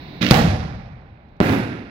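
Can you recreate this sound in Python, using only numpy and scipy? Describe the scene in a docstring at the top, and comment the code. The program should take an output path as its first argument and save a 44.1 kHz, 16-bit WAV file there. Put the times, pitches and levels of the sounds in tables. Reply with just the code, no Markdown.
"""A street at night, two microphone ports: burning fireworks hiss and fade over the rumble of far shells. A
crackling shell bursts overhead, a heavy one right behind it with a harsh overload, later a third. Each is a
shock front plus filtered noise: slaps off the nearest house fronts and the ground, a roll between the houses
and a dying tail over the town, with faint distant pops. Decaying sines boom back, most from far blocks; short
noise swells make the crackle and pops, and the loudest peaks overload the microphones."""
import sys
import numpy as np
from scipy import signal
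from scipy.fft import rfft, irfft, next_fast_len
from scipy.io import wavfile
from scipy.ndimage import map_coordinates

SR = 44100
rng = np.random.default_rng(int(sys.argv[2]) if len(sys.argv) > 2 else 0)


def wav_record(signal):
    """Record a signal, one row per channel, as 16-bit PCM in the file named by sys.argv[1]."""
    frames = np.transpose(np.atleast_2d(signal))
    bounded = np.clip(frames, -1, 1)
    # unit amplitude maps onto the largest positive 16-bit level
    quanta = np.round(bounded * 32767).astype(np.int16)
    wavfile.write(sys.argv[1], SR, quanta)


N = 83790
T = np.arange(N) / SR  # seconds


def amp(db):
    """Decibels to gain."""
    return 10 ** (np.asarray(db) / 20)


def along(points, hz):
    """Read (Hz, value) points on a log frequency axis."""
    point_hz, values = np.transpose(points)
    return np.interp(np.log(hz + 1), np.log(point_hz + 1), values)


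def wobble(knots_per_s):
    """A smooth random curve through evenly spaced random knots."""
    knots = rng.standard_normal(N // 8)
    return map_coordinates(knots, [T * knots_per_s], mode="wrap")


def filtered(x, response):
    """Pass x through a complex response of frequency, padded so that its tail does not wrap round."""
    size = next_fast_len(N + SR // 2)
    hz = np.fft.rfftfreq(size, 1 / SR)
    return irfft(rfft(x, size) * response(hz), size)[..., :N]


# How the two microphone ports differ in level, before each sound's own shade factor.
# Each row: frequency in Hz, left minus right in dB.
PORT_SHADE = [(60, 3), (170, -2), (350, -1.9), (680, -4), (1350, -8.5), (2400, -16), (3800, -11),
              (5500, -18), (7500, -4), (10000, 13), (15000, -7)]


def ports(hz, shade, left_lead_s):
    """Responses of the two ports: level differs with pitch, and the left one leads (or lags, if negative)."""
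    sides = np.array([[.5], [-.5]])  # left, right
    pair = amp(shade * along(PORT_SHADE, hz) * sides)
    pair = pair / np.sqrt(np.mean(pair ** 2, axis=0))
    return pair * np.exp(2j * np.pi * hz * left_lead_s * sides)


# How alike scattered sound is at the two ports, before shade and lag.
# Each row: frequency in Hz, left-right likeness from 0 to 1.
PORT_LIKENESS = [(60, .94), (170, 0.98), (330, 0.91), (650, .6), (1400, 0.43), (3000, 0.33), (7000, 0.26)]
GRAIN_PER_S = 1200  # knots per second: how fast scattered echoes swell and drop
LEFT_LAG_S = 0.00026  # scattered sound reaches the right port first
# close surfaces comb the treble: longest detour, strength of each detour, lower edge
NEAR_DELAY_S, NEAR_GAIN, NEAR_HZ = 0.01, 0.14, 1207


def scatter(colour, shade, grain_db=0):
    """Noise from all directions at both ports, combed by close surfaces; the mean of the ports has rms 1."""
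    white = rng.standard_normal((2, N)) * amp(grain_db * wobble(GRAIN_PER_S))

    def mid_and_side(hz):
        likeness = np.clip(along(PORT_LIKENESS, hz), 0, 1)
        width = np.tan(np.arccos(likeness) / 2)
        return amp(along(colour, hz)) * np.array([np.ones_like(hz), width])

    mid, side = filtered(white, mid_and_side)
    detours_s = rng.random((5, 1)) * NEAR_DELAY_S

    def combed_ports(hz):
        detours = np.exp(-2j * np.pi * hz * detours_s).sum(axis=0)
        comb = 1 + NEAR_GAIN * hz / (hz + NEAR_HZ) * detours
        return ports(hz, shade, -LEFT_LAG_S) * comb

    pair = filtered(np.array([mid + side, mid - side]), combed_ports)
    return pair / np.std(pair.mean(axis=0))


# Level of the burning fireworks. Each row: time in seconds, level in dB.
HISS_LEVEL = [(0, -37), (.2, -38), (.5, -42.5), (.9, -61.5), (1.9, -58)]
# Spectrum of that hiss. Each row: frequency in Hz, relative level in dB.
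HISS_SPECTRUM = [(18, -57.5), (30, -16), (71, -2), (114, -10.5), (152, 3.5), (208, -12.5), (237, -6),
                 (389, -11.5), (492, -20), (639, -16.5), (852, -19.5), (1020, -19.5), (1260, -27.5),
                 (2180, -19), (3150, -29.5), (3880, -21), (6050, -46.5), (8060, -74), (15500, -45)]
# Spectrum of the far shells. Each row: frequency in Hz, relative level in dB.
FAR_SPECTRUM = [(18, -26.5), (30, 3), (129, 1), (281, -8), (315, -9), (508, -14), (766, -11), (898, -15.5),
                (1520, -23), (2400, -27), (7000, -66), (9100, -86.5), (15400, -120)]
HISS_SHADE, FAR_SHADE = 0.69, 0.8  # factors on the port shade
FAR_DB = -48.5


def background():
    """The fading noise of burning fireworks over the steady, grainy rumble of far ones."""
    hiss_level = amp(np.interp(T, *np.transpose(HISS_LEVEL)))
    hiss = hiss_level * scatter(HISS_SPECTRUM, HISS_SHADE)
    rumble = amp(FAR_DB) * scatter(FAR_SPECTRUM, FAR_SHADE, grain_db=2.5)
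    return hiss + rumble


# Spectral balance of a blast at the microphones. Each row: frequency in Hz, gain in dB.
BLAST_SPECTRUM = [(800, 0), (1700, 3.5), (3000, 2), (5300, -4.5), (7200, -15.5), (15000, -11)]
AIR_HZ = 4600  # air takes the top off a blast
MIC_LOW_HZ, MIC_Q = 133, 1.31  # the microphone's resonant bass cut
BLAST_SHADE = 0.99  # factor on the port shade


def blast(start_s, db, push_s, edge_hz, left_lead_s):
    """A shock front and its suction, dulled by the air and rung by the microphone's bass cut."""
    u = np.maximum(T - start_s, 0) / push_s
    pressure = amp(db) * (T >= start_s) * (1 - u) * np.exp(-u)

    def path_to_ports(hz):
        p = 1j * hz / MIC_LOW_HZ
        bass_cut = p * p / (p * p + p / MIC_Q + 1)
        p = 1j * hz / AIR_HZ
        air = 1 / (p * p + p + 1) ** 2 / (1 + p)
        treble_edge = 1 / (1 + 1j * hz / edge_hz)
        colour = amp(along(BLAST_SPECTRUM, hz)) * air * treble_edge
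        return bass_cut * colour * ports(hz, BLAST_SHADE, left_lead_s)

    return filtered(pressure, path_to_ports)


# How the fall between the houses varies with pitch. Each row: frequency in Hz, factor on the fall.
FALL_FACTOR = [(50, 0.43), (130, 0.86), (300, 0.81), (700, .98), (2500, 0.83), (5500, 0.88), (8000, 1.47),
               (11000, 1.27), (15000, 2.9)]
# Spectrum of the town's answer, on top of the roll's own. Each row: frequency in Hz, gain in dB.
TOWN_SPECTRUM = [(60, 5), (150, 2), (300, -1), (600, -0.5), (1200, 1.5), (2300, 3.5), (4000, -11.5),
                 (8000, -37.5), (15000, -54)]
TOWN_DB, TOWN_FALL_DB_PER_S = -18.5, 25.5  # the long roll over the roofs, level relative to the roll
SAG_DB_PER_S = 12.5  # while the street holds the sound
BASS_HZ, BASS_DIP_DB = 220, 1  # bass edge, and the bass's loss per doubling of its hold
TREBLE_HZ, TREBLE_BUILD = 5000, 2.7  # treble edge, and its extra build-up time as a multiple of build_s


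def roll(start_s, db, build_s, hold_s, bass_hold_s, fall_db_per_s, shade, grain_db, colour):
    """Dense echoes hold between the houses, then fall at a rate set by pitch, into a long roll over the town."""
    hz, t, spectrum = signal.stft(scatter(colour, shade, grain_db), SR, nperseg=512)
    hz = hz[:, None]
    age = np.maximum(t - start_s, 0)
    bass = 1 / (1 + (hz / BASS_HZ) ** 4)
    hold = hold_s + bass_hold_s * bass
    sag_db = SAG_DB_PER_S * np.minimum(age, hold)
    bass_dip_db = BASS_DIP_DB * np.log2(hold / hold_s)
    fall_db = fall_db_per_s * along(FALL_FACTOR, hz) * np.maximum(age - hold, 0)
    street = amp(-sag_db - bass_dip_db - fall_db)
    town = amp(TOWN_DB + along(TOWN_SPECTRUM, hz) - TOWN_FALL_DB_PER_S * age)
    treble = hz ** 4 / (hz ** 4 + TREBLE_HZ ** 4)
    gather = 1 - np.exp(-age / (TREBLE_BUILD * build_s)) * treble
    echoes = spectrum * gather * np.hypot(street, town)
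    tail = signal.istft(echoes, SR, nperseg=512)[1][:, :N]
    build_up = 1 - np.exp(-np.maximum(T - start_s, 0) / build_s)
    return tail * amp(db) * build_up


# The three shells over the street. Each row: start in seconds, blast level in dB before its filters,
# push length in seconds, treble edge in Hz, left lead in seconds, street level in dB,
# build-up in seconds, hold in seconds, extra hold of the bass in seconds,
# fall in dB per second before the factor by pitch, factor on the port shade,
# graininess in dB per unit of the random curve.
SHELL_BURSTS = [(0.2104, -17, .0012, 1500, 0, -18.5, 0.0012, 0.16, 0, 109.5, 1.25, 3.2),
                (.3100, 12, 0.0022, 5000, -.0002, -13.5, 0.001, 0.069, 0.11, 74, 1.01, 2),
                (1.4030, 6, .0008, 2950, .0003, -16.5, 0.009, .13, .0, 69.5, 0.94, 1.5)]
# Spectra of the three rolls. Each row: frequency in Hz, relative level in dB.
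CRACKLING_SPECTRUM = [(18, -55), (30, -24), (196, 0), (296, -6), (383, -15.5), (640, -16.5), (894, -34.5),
                      (965, -24), (1530, -18), (2040, -20), (2310, -16), (3580, -21.5), (5840, -31),
                      (8160, -53.5), (14000, -45.5)]
HEAVY_SPECTRUM = [(18, -46), (30, -16.5), (80, -2), (191, -0.5), (235, -8.5), (373, -14.5), (413, -18.5),
                  (458, -9), (548, -13), (608, -11), (674, -13), (766, -6), (894, -17), (2040, -21.5),
                  (2990, -31), (3870, -27.5), (5690, -34), (8370, -44.5), (14000, -43)]
LAST_SPECTRUM = [(18, -44.5), (30, -35), (70, -15), (109, -4.5), (191, -4.5), (274, -2.5), (458, -12.5),
                 (534, -12), (592, -16), (728, -15), (1130, -22.5), (1460, -17.5), (1840, -20.5),
                 (2770, -24.5), (2990, -33), (3680, -31.5), (5840, -41.5), (7550, -50), (14000, -46.5)]


def shells():
    """Every burst: the direct blast, then the street's answer."""
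    out = 0
    spectra = (CRACKLING_SPECTRUM, HEAVY_SPECTRUM, LAST_SPECTRUM)
    for (start_s, db, push_s, edge_hz, left_lead_s, *street), spectrum in zip(SHELL_BURSTS, spectra):
        out = out + blast(start_s, db, push_s, edge_hz, left_lead_s)
        out = out + roll(start_s, *street, spectrum)
    return out


# Short bright cracks: crackle of the first shell, harsh overload at the heavy blast, faint distant pops.
# Each row: start in seconds, peak of the envelope in dB.
SHORT_CRACKS = [(0.219, -20), (0.2279, -18), (0.246, -22), (0.265, -17.5), (.2880, -21), (0.305, -21),
                (.3090, -6), (0.3105, -6), (.3160, -12.5), (.3420, -17), (1.4940, -25.5), (1.012, -64),
                (1.288, -68), (1.367, -61.5)]
# Spectrum of the cracks. Each row: frequency in Hz, relative level in dB.
CRACK_SPECTRUM = [(300, -16.5), (1400, 0), (4000, 0), (5800, -8), (7800, -31), (12000, -28), (15000, -37)]
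CRACK_S, CRACK_SHADE = 0.00094, 1.2  # rise to the peak in seconds, factor on the port shade


def cracks():
    """Crackle, harsh overload at the heavy blast and faint pops, each a brief swell of scattered noise."""
    level = 0
    for start_s, db in SHORT_CRACKS:
        u = np.maximum(T - start_s, 0) / CRACK_S
        level = level + amp(db) * u * np.exp(1 - u)
    return level * scatter(CRACK_SPECTRUM, CRACK_SHADE)


# Slaps off near walls and the ground. Each row: start in seconds, level in dB before the blast's filters, #
# push length in seconds, treble edge in Hz, left lead in seconds.
NEAR_SLAPS = [(.2325, -26, 0.0019, 1200, -.0002), (.2425, -12, 0.0022, 1190, 0),
              (.3160, 3, .0015, 4000, -.0003), (0.3196, 4, .0006, 3000, -.0002),
              (.3260, -4, .0007, 2500, -.0003), (.3430, 1, .0004, 4000, -.0003),
              (1.4077, 4, 0.00087, 456, 0), (1.4129, 6, 0.00097, 730, -.0003),
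              (1.5010, -3.5, 0.0018, 1100, 0), (1.5346, -3, 0.000336, 2000, -.0002),
              (1.537, -8, .0003, 2000, -.0002)]
# Dull low booms of the shells, most of them back from far blocks of houses.
# Each row: start in seconds, peak of the envelope in dB, pitch in Hz.
LOW_BOOMS = [(.436, -10, 167.8), (0.485, -12.5, 93.4), (0.528, -13.5, 113), (0.584, -21.5, 81.7),
             (0.931, -32, 125), (0.987, -36, 75), (1.12, -41, 90), (1.404, -23, 55.5), (1.453, -28, 106),
             (1.495, -19, 99), (1.617, -22.5, 117)]
BOOM_RISE_S = .009


def reflections():
    """Near walls and the ground return the blast as a slap; the booms are short swelling sines, alike at both
    ports."""
    out = sum(blast(*slap) for slap in NEAR_SLAPS)
    for start_s, db, pitch_hz in LOW_BOOMS:
        age = np.maximum(T - start_s, 0)
        swell = age / BOOM_RISE_S * np.exp(1 - age / BOOM_RISE_S)
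        out = out + amp(db) * swell * np.sin(2 * np.pi * pitch_hz * age)
    return out


def scene():
    """The street under the fireworks."""
    return background() + shells() + cracks() + reflections()


CLIP_TOP, CLIP_HARDNESS = 0.95, 5.2  # full-scale ceiling, sharpness of the bend towards it
TOP_HZ = 16000  # band limit


def record(dry):
    """The microphones overload smoothly on the peaks; a steep filter then cuts above the band limit."""
    overload = np.abs(dry / CLIP_TOP) ** CLIP_HARDNESS
    clipped = dry / (1 + overload) ** (1 / CLIP_HARDNESS)
    return filtered(clipped, lambda hz: 1 / (1 + (hz / TOP_HZ) ** 120))


dry = scene()
out = record(dry)
wav_record(out)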